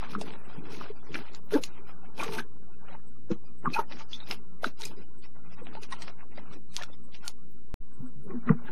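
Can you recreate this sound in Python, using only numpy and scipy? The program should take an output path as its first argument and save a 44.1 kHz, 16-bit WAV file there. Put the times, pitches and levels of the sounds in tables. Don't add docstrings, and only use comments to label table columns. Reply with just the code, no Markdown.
import sys
import numpy as np
from scipy import signal
from scipy.fft import rfft, irfft, dct, next_fast_len
from scipy.io import wavfile
from scipy.ndimage import map_coordinates

SR = 44100
rng = np.random.default_rng(int(sys.argv[2]) if len(sys.argv) > 2 else 0)


def wav_out(sig):
    wavfile.write(sys.argv[1], SR, np.round(np.clip(np.atleast_2d(sig).T, -1, 1) * 32767).astype(np.int16))


def rack_gain(trim_db):
    fader = np.asarray(trim_db, float)
    return 10 ** (fader / 20)


N = 384111

# start_s, length_s, creak_db,
# crispness_db
LEAF_PULLS = [(.0, 0.059, -41.5, -9), (0.101, 0.034, -44.5, -3.5), (0.142, 0.012, -48, -7),
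              (0.213, 0.012, -50.5, -0.5), (0.264, 0.089, -46, -5.5), (0.458, 0.13, -53, -4.5),
              (0.655, 0.04, -51, -5), (.71, .04, -49, 0), (.76, .04, -52, 0), (0.802, 0.062, -45.5, -4.5),
              (0.882, 0.032, -51.5, -4), (0.96, 0.042, -61.5, 2), (1.064, 0.034, -55, 0),
              (1.144, 0.017, -41, -4), (1.175, 0.038, -44, -4), (1.249, 0.045, -48, -6),
              (1.344, 0.016, -49.5, -5.5), (1.526, 0.047, -37, -5), (1.633, 0.018, -55, 8.5),
              (1.677, 0.13, -55.5, -4), (1.884, 0.023, -48, -6.5), (2.032, 0.035, -56.5, -5.5),
              (2.196, 0.05, -36, -5.5), (2.25, 0.11, -41.5, -3), (2.331, 0.015, -41, -1),
              (2.382, 0.011, -34.5, -4.5), (2.606, 0.14, -63.5, -7), (2.812, 0.053, -56, -8.5),
              (2.882, 0.074, -48.5, -10),
              (3.318, 0.008, -43.5, -7), (3.444, 0.038, -63, 0), (3.655, 0.013, -37, -20.5),
               (3.709, 0.017, -61, 2.5), (3.742, 0.0095, -44.5, 5), (3.749, 0.056, -36, -9),
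               (3.91, 0.023, -47.5, -2.5), (3.961, 0.051, -53.5, 1), (4.003, 0.014, -44.5, -4),
               (4.118, 0.031, -63.5, 12.5), (4.208, 0.021, -51, -8), (4.272, 0.044, -50, -1),
               (4.309, 0.023, -39.5, -1.5), (4.531, 0.029, -66, -11), (4.641, 0.0078, -41.5, -3),
               (4.648, 0.034, -48, 2.5), (4.804, 0.066, -50.5, 3), (4.91, 0.023, -50.5, -7),
               (4.967, 0.064, -61, 0.5), (5.24, 0.011, -55.5, 2.5), (5.359, 0.013, -55.5, -10),
              (5.451, 0.016, -56, -2), (5.521, 0.0097, -53.5, -1), (5.581, 0.039, -51.5, -6.5),
              (5.669, 0.019, -48, -8), (5.728, 0.043, -48, -6), (5.832, 0.0084, -49, 1.5),
              (5.919, 0.022, -44.5, -3.5), (5.961, 0.021, -50.5, -6), (6.004, 0.043, -49.5, -3),
              (6.078, 0.018, -45, -4.5), (6.2, 0.04, -52, -7), (6.325, 0.0099, -55, -3),
              (6.384, 0.014, -49, -7.5), (6.42, 0.15, -56, -4), (6.517, 0.026, -53.5, -2),
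              (6.712, 0.089, -66.5, 7), (6.786, 0.051, -43, -4.5), (6.885, 0.056, -57, -4),
              (7.082, 0.013, -69, -6), (7.147, 0.012, -56.5, 5), (7.235, 0.048, -50, -3)]
# start_s, length_s, creak_db, crispness_db
SAW_STROKES = [
    (7.965, 0.11, -61, -29),
    (8.28, 0.1, -52, -22),
    (8.476, 0.04, -37, -17.5),
    (8.584, 0.034, -51.5, -23),
    (8.437, .03, -50.5, -25),
    (8.657, 0.065, -49, -7),
]
# start_s, length_s, level_db
SHIFTS_ON_BOARD = [(.0, 0.015, -50.5), (0.107, 0.22, -42), (0.16, 0.027, -47), (0.31, 0.02, -54),
                   (0.56, 0.038, -49.5), (0.625, 0.21, -46), (0.81, 0.029, -46), (1.094, 0.11, -43.5),
                   (1.149, 0.027, -39), (1.319, 0.029, -55), (1.536, 0.065, -42), (1.796, 0.012, -52),
                   (2.191, 0.14, -39), (2.38, 0.024, -39), (3.316, 0.012, -45), (3.659, 0.035, -36.5),
                   (3.769, 0.03, -43.5), (3.942, 0.019, -46.5), (4.303, 0.028, -42.5), (4.66, 0.021, -47),
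                   (4.806, 0.21, -49.5), (5.607, 0.22, -49.5), (6.036, 0.039, -54.5), (6.377, 0.039, -50),
                   (6.507, 0.057, -47.5), (7.989, 0.053, -52.5), (8.278, 0.077, -41), (8.462, .06, -40.5),
                   (8.646, 0.099, -47)]
# time_s, level_db
HAND_GRIP = [(0, -54.5), (.4, -55), (.9, -60), (1.4, -62), (1.75, -61), (2.1, -60.5), (2.5, -66),
             (3.0, -66), (3.2, -77), (4.0, -60), (4.45, -69), (5.0, -65), (5.45, -68), (5.9, -63.5),
             (6.6, -68.5), (7.0, -73.5), (7.4, -69), (7.7, -75), (8.7, -62.5)]
# centre_hz, width_hz, boost_db
BOARD_RESONANCES = [(420, 140, 13), (896, 23, 9.5), (1060, 43, -1), (1386, 150, 4), (2515, 200, 4.5),
                    (5130, 1500, 4.5)]
# start_s, peak_db, centre_hz, t60_ms
RIB_SNAPS = [(0.2124, -34, 4630, 35), (0.3055, -35, 2500, 10), (1.144, -25.5, 2560, 31.5),
             (1.3489, -32, 5180, 5.9), (1.5387, -29, 3040, 49), (1.637, -23.5, 4300, 26.4),
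             (2.2345, -31, 5130, 27), (3.315, -40.5, 4105, 19), (3.79, -38, 2773, 69),
             (3.9225, -31, 2924, 21), (4.1309, -34, 3510, 11), (4.3115, -20.5, 2850, 19),
             (4.6427, -25, 2680, 35), (4.6712, -36, 2540, 14), (4.8117, -32, 5060, 15),
             (4.8195, -27, 4600, 6), (4.8328, -38, 4010, 33), (4.8526, -36, 6200, 28),
             (5.669, -34, 2200, 11), (5.833, -39.5, 5053, 26.7), (5.9239, -33, 3600, 34),
             (6.0206, -33, 3700, 44.5), (6.3748, -39.5, 3170, 20.6), (6.7657, -16, 4900, 5),
             (6.77, -34, 4200, 30), (6.8237, -28, 3500, 8), (6.8349, -29, 4180, 16),
             (7.146, -38, 2740, 13.6), (7.2796, -21, 5370, 12.3)]
# start_s, peak_db, centre_hz, t60_ms
VEIN_TICKS = [(.0385, -34.5, 1500, 10), (.1077, -39, 2500, 12), (.2598, -42, 2300, 10),
              (.2793, -39.5, 2200, 10), (.2857, -41, 2500, 10), (.3371, -36, 1800, 15),
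              (.6559, -40, 2200, 10), (.7233, -42.5, 2610, 10), (.7507, -39.5, 2000, 10),
              (.8475, -44, 1800, 10), (1.1194, -40, 2590, 10), (1.1897, -35.5, 1800, 12),
              (1.5085, -36, 1700, 15), (1.8951, -42, 1600, 12), (2.1794, -36, 3500, 12),
              (2.2175, -30.5, 2500, 8), (2.24, -33.5, 1800, 8), (2.281, -29, 1700, 8),
              (2.3245, -35.5, 1500, 8), (2.339, -33, 1500, 10), (3.702, -38, 2600, 8),
              (3.9706, -41, 1800, 10), (3.997, -42, 1800, 6), (4.008, -40, 1600, 15),
              (4.2026, -43.5, 2500, 8), (4.2734, -42.5, 2000, 10), (4.3225, -31, 2500, 12),
              (4.331, -36, 2300, 10), (4.345, -37.5, 2500, 10), (5.5235, -46, 2300, 10),
              (5.688, -42.5, 1800, 10), (5.7141, -45, 1800, 10), (5.752, -36, 2420, 10),
              (5.8249, -45, 2500, 8), (5.8937, -45, 2580, 10), (5.9655, -42, 2000, 12),
              (5.985, -47, 2500, 8), (6.05, -49, 2500, 10), (6.0813, -32, 2000, 14), (6.208, -43, 1800, 12),
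              (6.3207, -48, 2830, 10), (7.1515, -39, 3000, 8)]
# start_s, peak_db, pitch_hz, t60_ms
WET_POPS = [(0.037, -47, 968, 110), (0.15, -21.5, 1295, 26), (0.214, -26, 700, 14), (0.8116, -29, 1100, 24),
            (1.153, -28, 1650, 37), (1.155, -25.5, 2675, 18), (4.312, -37, 1190, 28),
            (1.582, -29.5, 517, 110), (2.199, -38, 910, 97), (2.227, -26, 1186, 53), (2.322, -42, 1370, 44),
            (2.382, -33, 1660, 53), (.306, -45, 696, 40), (3.316, -37, 1120, 31), (3.657, -19, 1275, 18),
            (2.228, -30, 800, 40), (2.206, -31, 950, 40), (3.791, -27, 924, 24), (4.01, -41, 1105, 69),
            (4.633, -24.5, 617, 100), (5.669, -41.5, 860, 22), (5.752, -37.5, 824, 12),
            (6.081, -45.5, 645, 26), (6.379, -33, 644, 25), (6.9, -42.5, 442, 36), (7.082, -49, 500, 43),
            (8.59, -44, 1200, 33), (6.383, -36.5, 1970, 18)]
# start_s, peak_db, pitch_hz, t60_ms, spread_octaves
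LEAF_SQUEAKS = [
    (4.6437, -14.5, 1419, 23, 0.049),
    (4.2025, -39, 3800, 30, .05),
    (4.139, -34, 3500, 70, .03),
]
# start_s, length_s, peak_db, first_hz, last_hz
STICK_SLIPS = [(0.01, 0.046, -49, 1098, 1010), (1.53, 0.031, -16.5, 400, 460),
               (1.544, 0.037, -14.5, 283.5, 285), (1.546, .034, -25.5, 592, 552),
               (1.551, 0.037, -31.5, 878, 890), (1.53, 0.043, -34, 1716, 1467),
               (2.193, .018, -29.5, 2450, 2420), (2.381, 0.014, -27.5, 1552, 1520),
               (2.383, .013, -39, 2260, 2240), (2.398, 0.0092, -29.5, 1620, 1580),
               (3.7335, .011, -29, 4180, 4230), (3.732, 0.0074, -32, 2530, 2500),
               (3.738, 0.017, -25, 2456, 2520), (3.756, 0.014, -36, 2560, 2420),
               (3.753, 0.027, -25.5, 898, 850), (3.773, 0.017, -23.5, 900, 960),
               (3.762, 0.014, -27, 1383, 1412), (3.777, .028, -27.5, 1320, 1230),
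               (3.785, .018, -21, 956, 913), (3.797, .01, -25, 969, 950), (3.808, 0.013, -33, 830, 900),
               (4.129, .01, -27, 3450, 3436), (5.762, 0.032, -38, 910, 858), (5.915, 0.03, -33, 1060, 1062),
               (5.918, .024, -35, 1910, 1925), (5.921, 0.016, -43, 3670, 3570),
               (6.779, 0.019, -41, 1007, 990), (6.803, 0.021, -44.5, 610, 590),
               (6.809, .02, -35, 1740, 1790), (6.833, 0.0081, -36, 1347, 1340),
               (7.239, 0.011, -42.5, 1430, 1390), (7.255, 0.025, -42, 1415, 1400),
               (8.28, 0.07, -47, 1110, 1061), (8.317, 0.092, -30, 239.6, 240),
               (8.489, 0.011, -23, 1200, 1200), (8.489, .011, -30.5, 1946, 1916),
               (8.662, 0.043, -42.5, 1664, 1577),
               (4.831, .012, -33, 3850, 3900), (4.833, .012, -40, 2000, 2200),
                    (4.85, .013, -35, 5000, 5000), (4.85, .012, -35, 7350, 7350),
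                    (4.849, .01, -38, 6400, 6400), (4.851, .01, -39, 8700, 8700),
                    (4.85, .014, -39, 2400, 2500), (4.655, .01, -35, 4000, 3900),
                    (4.225, .018, -46, 3750, 3750), (4.31, .006, -30, 5200, 5200),
                    (4.322, .012, -36, 2900, 2500), (5.612, .02, -41, 480, 480),
                    (3.662, .009, -21, 1250, 1200), (3.669, .014, -21, 1150, 1050),
                    (8.497, .022, -10, 185, 165), (6.925, .02, -50, 3500, 3500)]
# start_s,
# peak_db, pitch_hz, t60_ms, spread_octaves
HOLLOW_GROANS = [
    (2.262, -32, 427, 120, 0.052),
    (2.292, -36, 420, 120, 0.055),
    (2.325, -33, 420, 120, 0.06),
    (8.329, -51, 450, 216, 0.042),
    (8.496, -24, 448, 55, 0.011),
]
# start_s, peak_db, pitch_hz, t60_ms, upper_mode_db
BOARD_BUMPS = [(.212, -35, 380, 24, 8), (0.575, -32, 170, 51, -6.5), (0.899, -32, 420, 36, -31),
               (1.519, -28, 400, 36, -3), (3.3, -22.5, 330, 50, -3), (3.3138, -20.5, 199, 26, -9),
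               (3.666, -24, 163, 72, 0.5), (3.787, -23.5, 410, 30, -8), (4.663, -31, 170, 31, 21),
               (8.021, -35.5, 250, 120, -27), (8.46, -26, 240, 220, -36.5), (8.512, -21, 160, 80, -6),
               (.152, -30, 200, 90, -5), (8.148, -42, 139, 155, -9), (7.991, -36, 130, 68, -8.5)]
# start_s, peak_db, pitch_hz, rise_ms, t60_ms, spread_octaves
BLADE_KNOCKS = [
    (8.4925, -24, 1483, 0.24, 27, 0.49),
]
# frequency_hz, t60_s
ROOM_DECAY = [(150, 0.14), (1500, 0.12), (12000, 0.13)]
# pitch_hz, width_hz, level_db (rms)
FRIDGE_OVERTONES = [(124.5, 4.6, -66), (179.8, 19, -61), (240, 10, -63.5)]
# frequency_hz, level_db (per Hz)
AIR_TONE = [(20, -16.5), (95, -6.5), (150, 3.5), (420, 1.5), (620, -19.5), (1100, -9), (2000, -16.5),
            (16000, -21)]
# centre_hz, width_hz, boost_db
MIC_PORT = [(7633, 1500, -4.5), (11060, 1500, 3.5), (14320, 4000, 6)]
# time_s, gain
SCENE_CHANGE = [
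    (7.74194, 1),
    (7.74196, 0),
    (7.801, 0),
    (7.8055, .15),
    (7.807, .33),
    (7.822, 1),
]

CONVERTER_OFFSET = -.0612


def along(points, hz):
    f, value = np.transpose(points)
    return np.interp(np.log(hz + 1), np.log(f + 1), value)


def unit(x):
    return x / np.sqrt(np.mean(x ** 2) + 1e-20)


def filtered(x, gain):
    m = next_fast_len(N + 8192)
    return irfft(rfft(x, m) * gain(np.fft.rfftfreq(m, 1 / SR)), m)[:N]


def coloured(x, gain):
    return unit(filtered(x, gain))


def resonance(f, centre_hz, width_hz):
    return 1 / (1 + (2 * (f - centre_hz) / width_hz) ** 2)


def boosts(peaks, f):
    return rack_gain(sum(db * resonance(f, hz, width_hz) for hz, width_hz, db in peaks))


def add(track, start_s, peak_db, sound):
    part = track[round(start_s * SR):][:len(sound)]
    part += rack_gain(peak_db) * sound[:len(part)] / np.abs(sound).max()


def swell(t, rise_ms, t60_ms):
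    return (1 - np.exp(-1000 * t / rise_ms)) ** 2 * rack_gain(-60000 * t / t60_ms)


def strokes(starts, lengths, levels_db, rise_db_per_s, fall_db_per_s):
    grid = np.arange(0, N / SR + .002, .002)
    t = grid - starts[:, None]
    rise_db = rise_db_per_s * t
    fall_db = fall_db_per_s * (lengths[:, None] - t)
    edge_db = np.minimum(0, np.minimum(rise_db, fall_db))
    power = rack_gain(2 * (levels_db[:, None] + edge_db)).sum(axis=0)
    return np.interp(np.arange(N) / SR, grid, power)


def jerks():
    depth_db, jerks_per_s = 2.6, 130
    steps = np.arange(N) * jerks_per_s / SR
    return unit(rack_gain(depth_db * map_coordinates(rng.standard_normal(2048), [steps], mode="wrap")))


def grains(count, hz, spread, cycles, scatter_db, lo_hz, hi_hz):
    when, size = rng.random((count, 2)).T
    pitch = np.clip(hz * 2 ** (spread * rng.standard_normal((count, 1))), lo_hz, hi_hz)
    t = np.arange(int(4 * cycles * SR / hz)) / SR
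    strength = rack_gain(-scatter_db * np.log(np.maximum(size, .04)))
    rings = np.sin(2 * np.pi * pitch * t) * np.exp(-t * pitch / cycles) * strength[:, None]
    where = (when * N).astype(int)[:, None] + np.arange(len(t))
    x = np.bincount(where.ravel(), rings.ravel(), N)[:N]
    return coloured(x, lambda f: boosts(BOARD_RESONANCES, f) / (1 + (lo_hz / (f + 1)) ** 4) / (1 + (f / hi_hz) ** 4))


def rustle():
    all_pulls = LEAF_PULLS + SAW_STROKES
    start_s, length_s, pull_db, crisp_db = np.transpose(all_pulls)

    def pulls(db):
        return strokes(start_s, length_s, db, rise_db_per_s=904, fall_db_per_s=597.5)

    grip = rack_gain(2 * np.interp(np.arange(N) / SR, *np.transpose(HAND_GRIP)))
    shifts = strokes(*np.transpose(SHIFTS_ON_BOARD), rise_db_per_s=508, fall_db_per_s=300.5)
    fizz_db = pull_db + crisp_db
    sizzle_db = fizz_db - 8 + .7 * crisp_db
    top_db = fizz_db - 15.5 + 0.52 * crisp_db + 0.15 * (pull_db + 54.5)

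    creak = grains(count=9000, hz=1193.0, spread=0.67, cycles=6, scatter_db=3.2, lo_hz=552, hi_hz=2280)
    rub = grains(count=2500, hz=249.5, spread=.65, cycles=2.8, scatter_db=2.5, lo_hz=112, hi_hz=517)
    fizz = grains(count=20000, hz=2911, spread=0.41, cycles=6, scatter_db=3.2, lo_hz=1980, hi_hz=4020)
    sizzle = grains(count=20000, hz=5200, spread=.35, cycles=4.5, scatter_db=3.5, lo_hz=3960, hi_hz=6533)
    top = grains(count=14000, hz=9470, spread=0.42, cycles=5.5, scatter_db=3.5, lo_hz=6100, hi_hz=15300)

    creak *= jerks() * rack_gain(-4) * np.sqrt(pulls(pull_db) + grip)
    rub *= rack_gain(-2.5) * np.sqrt(shifts + rack_gain(2 * 2) * grip)
    fizz *= rack_gain(-5.0) * np.sqrt(pulls(fizz_db) + rack_gain(2 * -13) * grip)
    sizzle *= np.sqrt(pulls(sizzle_db) + rack_gain(-160))
    top *= np.sqrt(pulls(top_db) + rack_gain(-146))
    return creak + rub + jerks() * (fizz + sizzle + top)


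def fibres(rows, count, loose):
    track, t = np.zeros(N), np.arange(SR // 10) / SR
    draws = rng.standard_normal((len(rows), count, 2))
    for (start_s, peak_db, hz, rise_ms, t60_ms, spread), draw in zip(rows, draws):
        detune = draw[:, :1] - draw[:, 0].mean()
        pitch = np.minimum(hz * 2 ** (spread * detune), 14000)
        bundle = np.sin(2 * np.pi * pitch * t + loose * draw[:, 1:]).sum(axis=0)
        add(track, start_s, peak_db, swell(t, rise_ms, t60_ms) * bundle)
    return track


def snaps():
    rows = [(s, db + 4.5, hz, .05, t60_ms, .26 + .009 * t60_ms) for s, db, hz, t60_ms in RIB_SNAPS]
    return fibres(rows, count=40, loose=.8)


def pops():
    rows = [(s, db, hz, .6, t60_ms, .16) for s, db, hz, t60_ms in WET_POPS]
    return fibres(rows, count=8, loose=0.72)


def ticks():
    rows = [(s, db + 4.5, hz, .05, t60_ms, .5) for s, db, hz, t60_ms in VEIN_TICKS]
    return fibres(rows, count=24, loose=0.55)


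def squeaks():
    rows = [(s, db, hz, 1, t60_ms, spread) for s, db, hz, t60_ms, spread in LEAF_SQUEAKS]
    return fibres(rows, count=3, loose=0.5)


def slips():
    roundness, shake, shake_cycles = 1.7, .45, 4
    track, rows = np.zeros(N), STICK_SLIPS
    draws = rng.standard_normal((len(rows), 2, 64))
    for (start_s, length_s, peak_db, first_hz, last_hz), draw in zip(rows, draws):
        t = np.arange(int(length_s * SR)) / SR
        steps = t * first_hz / shake_cycles
        size, turn = (shake * map_coordinates(d, [steps], mode="wrap") for d in draw)
        glide = first_hz * t + (last_hz - first_hz) * t ** 2 / (2 * length_s)
        envelope = np.sin(np.pi * t / length_s) ** roundness * np.exp(size / 2)
        add(track, start_s, peak_db, envelope * np.sin(2 * np.pi * glide + turn))
    return track


def groans():
    rows = [(s, db, hz, 9.6, t60_ms, spread) for s, db, hz, t60_ms, spread in HOLLOW_GROANS]
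    return fibres(rows, count=4, loose=0.62)


def bumps():
    track, t = np.zeros(N), np.arange(SR // 5) / SR
    for start_s, peak_db, hz, t60_ms, upper_db in BOARD_BUMPS:
        low = np.sin(2 * np.pi * hz * t)
        upper = rack_gain(upper_db) * np.sin(2 * np.pi * 1.48 * hz * t)
        add(track, start_s, peak_db, -swell(t, 0.2 * t60_ms, t60_ms) * (low + upper))
    return track


def blade():
    return fibres(BLADE_KNOCKS, count=20, loose=0.77)


def kitchen(x):
    hz, t, z = signal.stft(rng.standard_normal(SR // 3), SR, nperseg=256)
    decay = rack_gain(-60 * t / along(ROOM_DECAY, hz)[:, None])
    tail = signal.istft(z * decay, SR, nperseg=256)[1]
    delayed = np.pad(x, (130, 0))
    return signal.fftconvolve(delayed, tail / np.linalg.norm(tail))[:N]


def hum():
    t = np.arange(N) / SR
    background = rack_gain(-59) * coloured(rng.standard_normal(N), lambda f: rack_gain(along(AIR_TONE, f)))
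    for hz, width_hz, level_db in FRIDGE_OVERTONES:
        background += rack_gain(level_db) * coloured(rng.standard_normal(N), lambda f: resonance(f, hz, width_hz))
    motor = rack_gain(-55.5) * np.sin(2 * np.pi * 60 * t)
    whine = rack_gain(-74.5) * np.sin(2 * np.pi * 8000 * t)
    return background + motor + whine


def scene():
    events = snaps() + pops() + ticks() + squeaks() + slips() + groans() + bumps() + blade()
    return (events + rack_gain(-14) * kitchen(events) + rustle() + hum())[None]


def camera(x):
    step, frame, lead = rack_gain(-41.3), 1024, 610
    up, down, half = 160, 147, frame // 2
    fast = signal.resample_poly(x, up, down, padtype="edge")
    fast = np.pad(fast, (lead + frame, 2 * frame), "edge")
    count = len(fast) // frame - 1
    window = np.sin(np.pi * (np.arange(2 * frame) + .5) / (2 * frame))
    frames = fast[np.arange(count)[:, None] * frame + np.arange(2 * frame)] * window
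    a, b, c, d = (frames[:, k * half:(k + 1) * half] for k in range(4))
    lines = dct(np.hstack([-c[:, ::-1] - d, a - b[:, ::-1]]), type=4, norm="ortho") / step
    lines = np.sign(lines) * np.floor(np.abs(lines) ** .75 + .4054) ** (4 / 3)
    p, q = np.hsplit(dct(lines * step, type=4, norm="ortho"), 2)
    heads = np.hstack([q, -q[:, ::-1]]) * window[:frame]
    tails = np.hstack([-p[:, ::-1], -p]) * window[frame:]
    joined = (heads[1:] + tails[:-1]).ravel()[lead:]
    return signal.resample_poly(joined, down, up, padtype="edge")[:N]


def band_limit(x):
    return signal.sosfilt(signal.butter(12, 15110, fs=SR, output="sos"), x)


def record(dry):
    heard = filtered(dry[0], lambda f: boosts(MIC_PORT, f))
    time_s, gain = np.transpose(SCENE_CHANGE)
    fade = np.interp(np.arange(N) / SR, time_s, gain)
    mix = camera(heard + CONVERTER_OFFSET)[None] * fade
    return band_limit(mix)


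dry = scene()
out = record(dry)
wav_out(out)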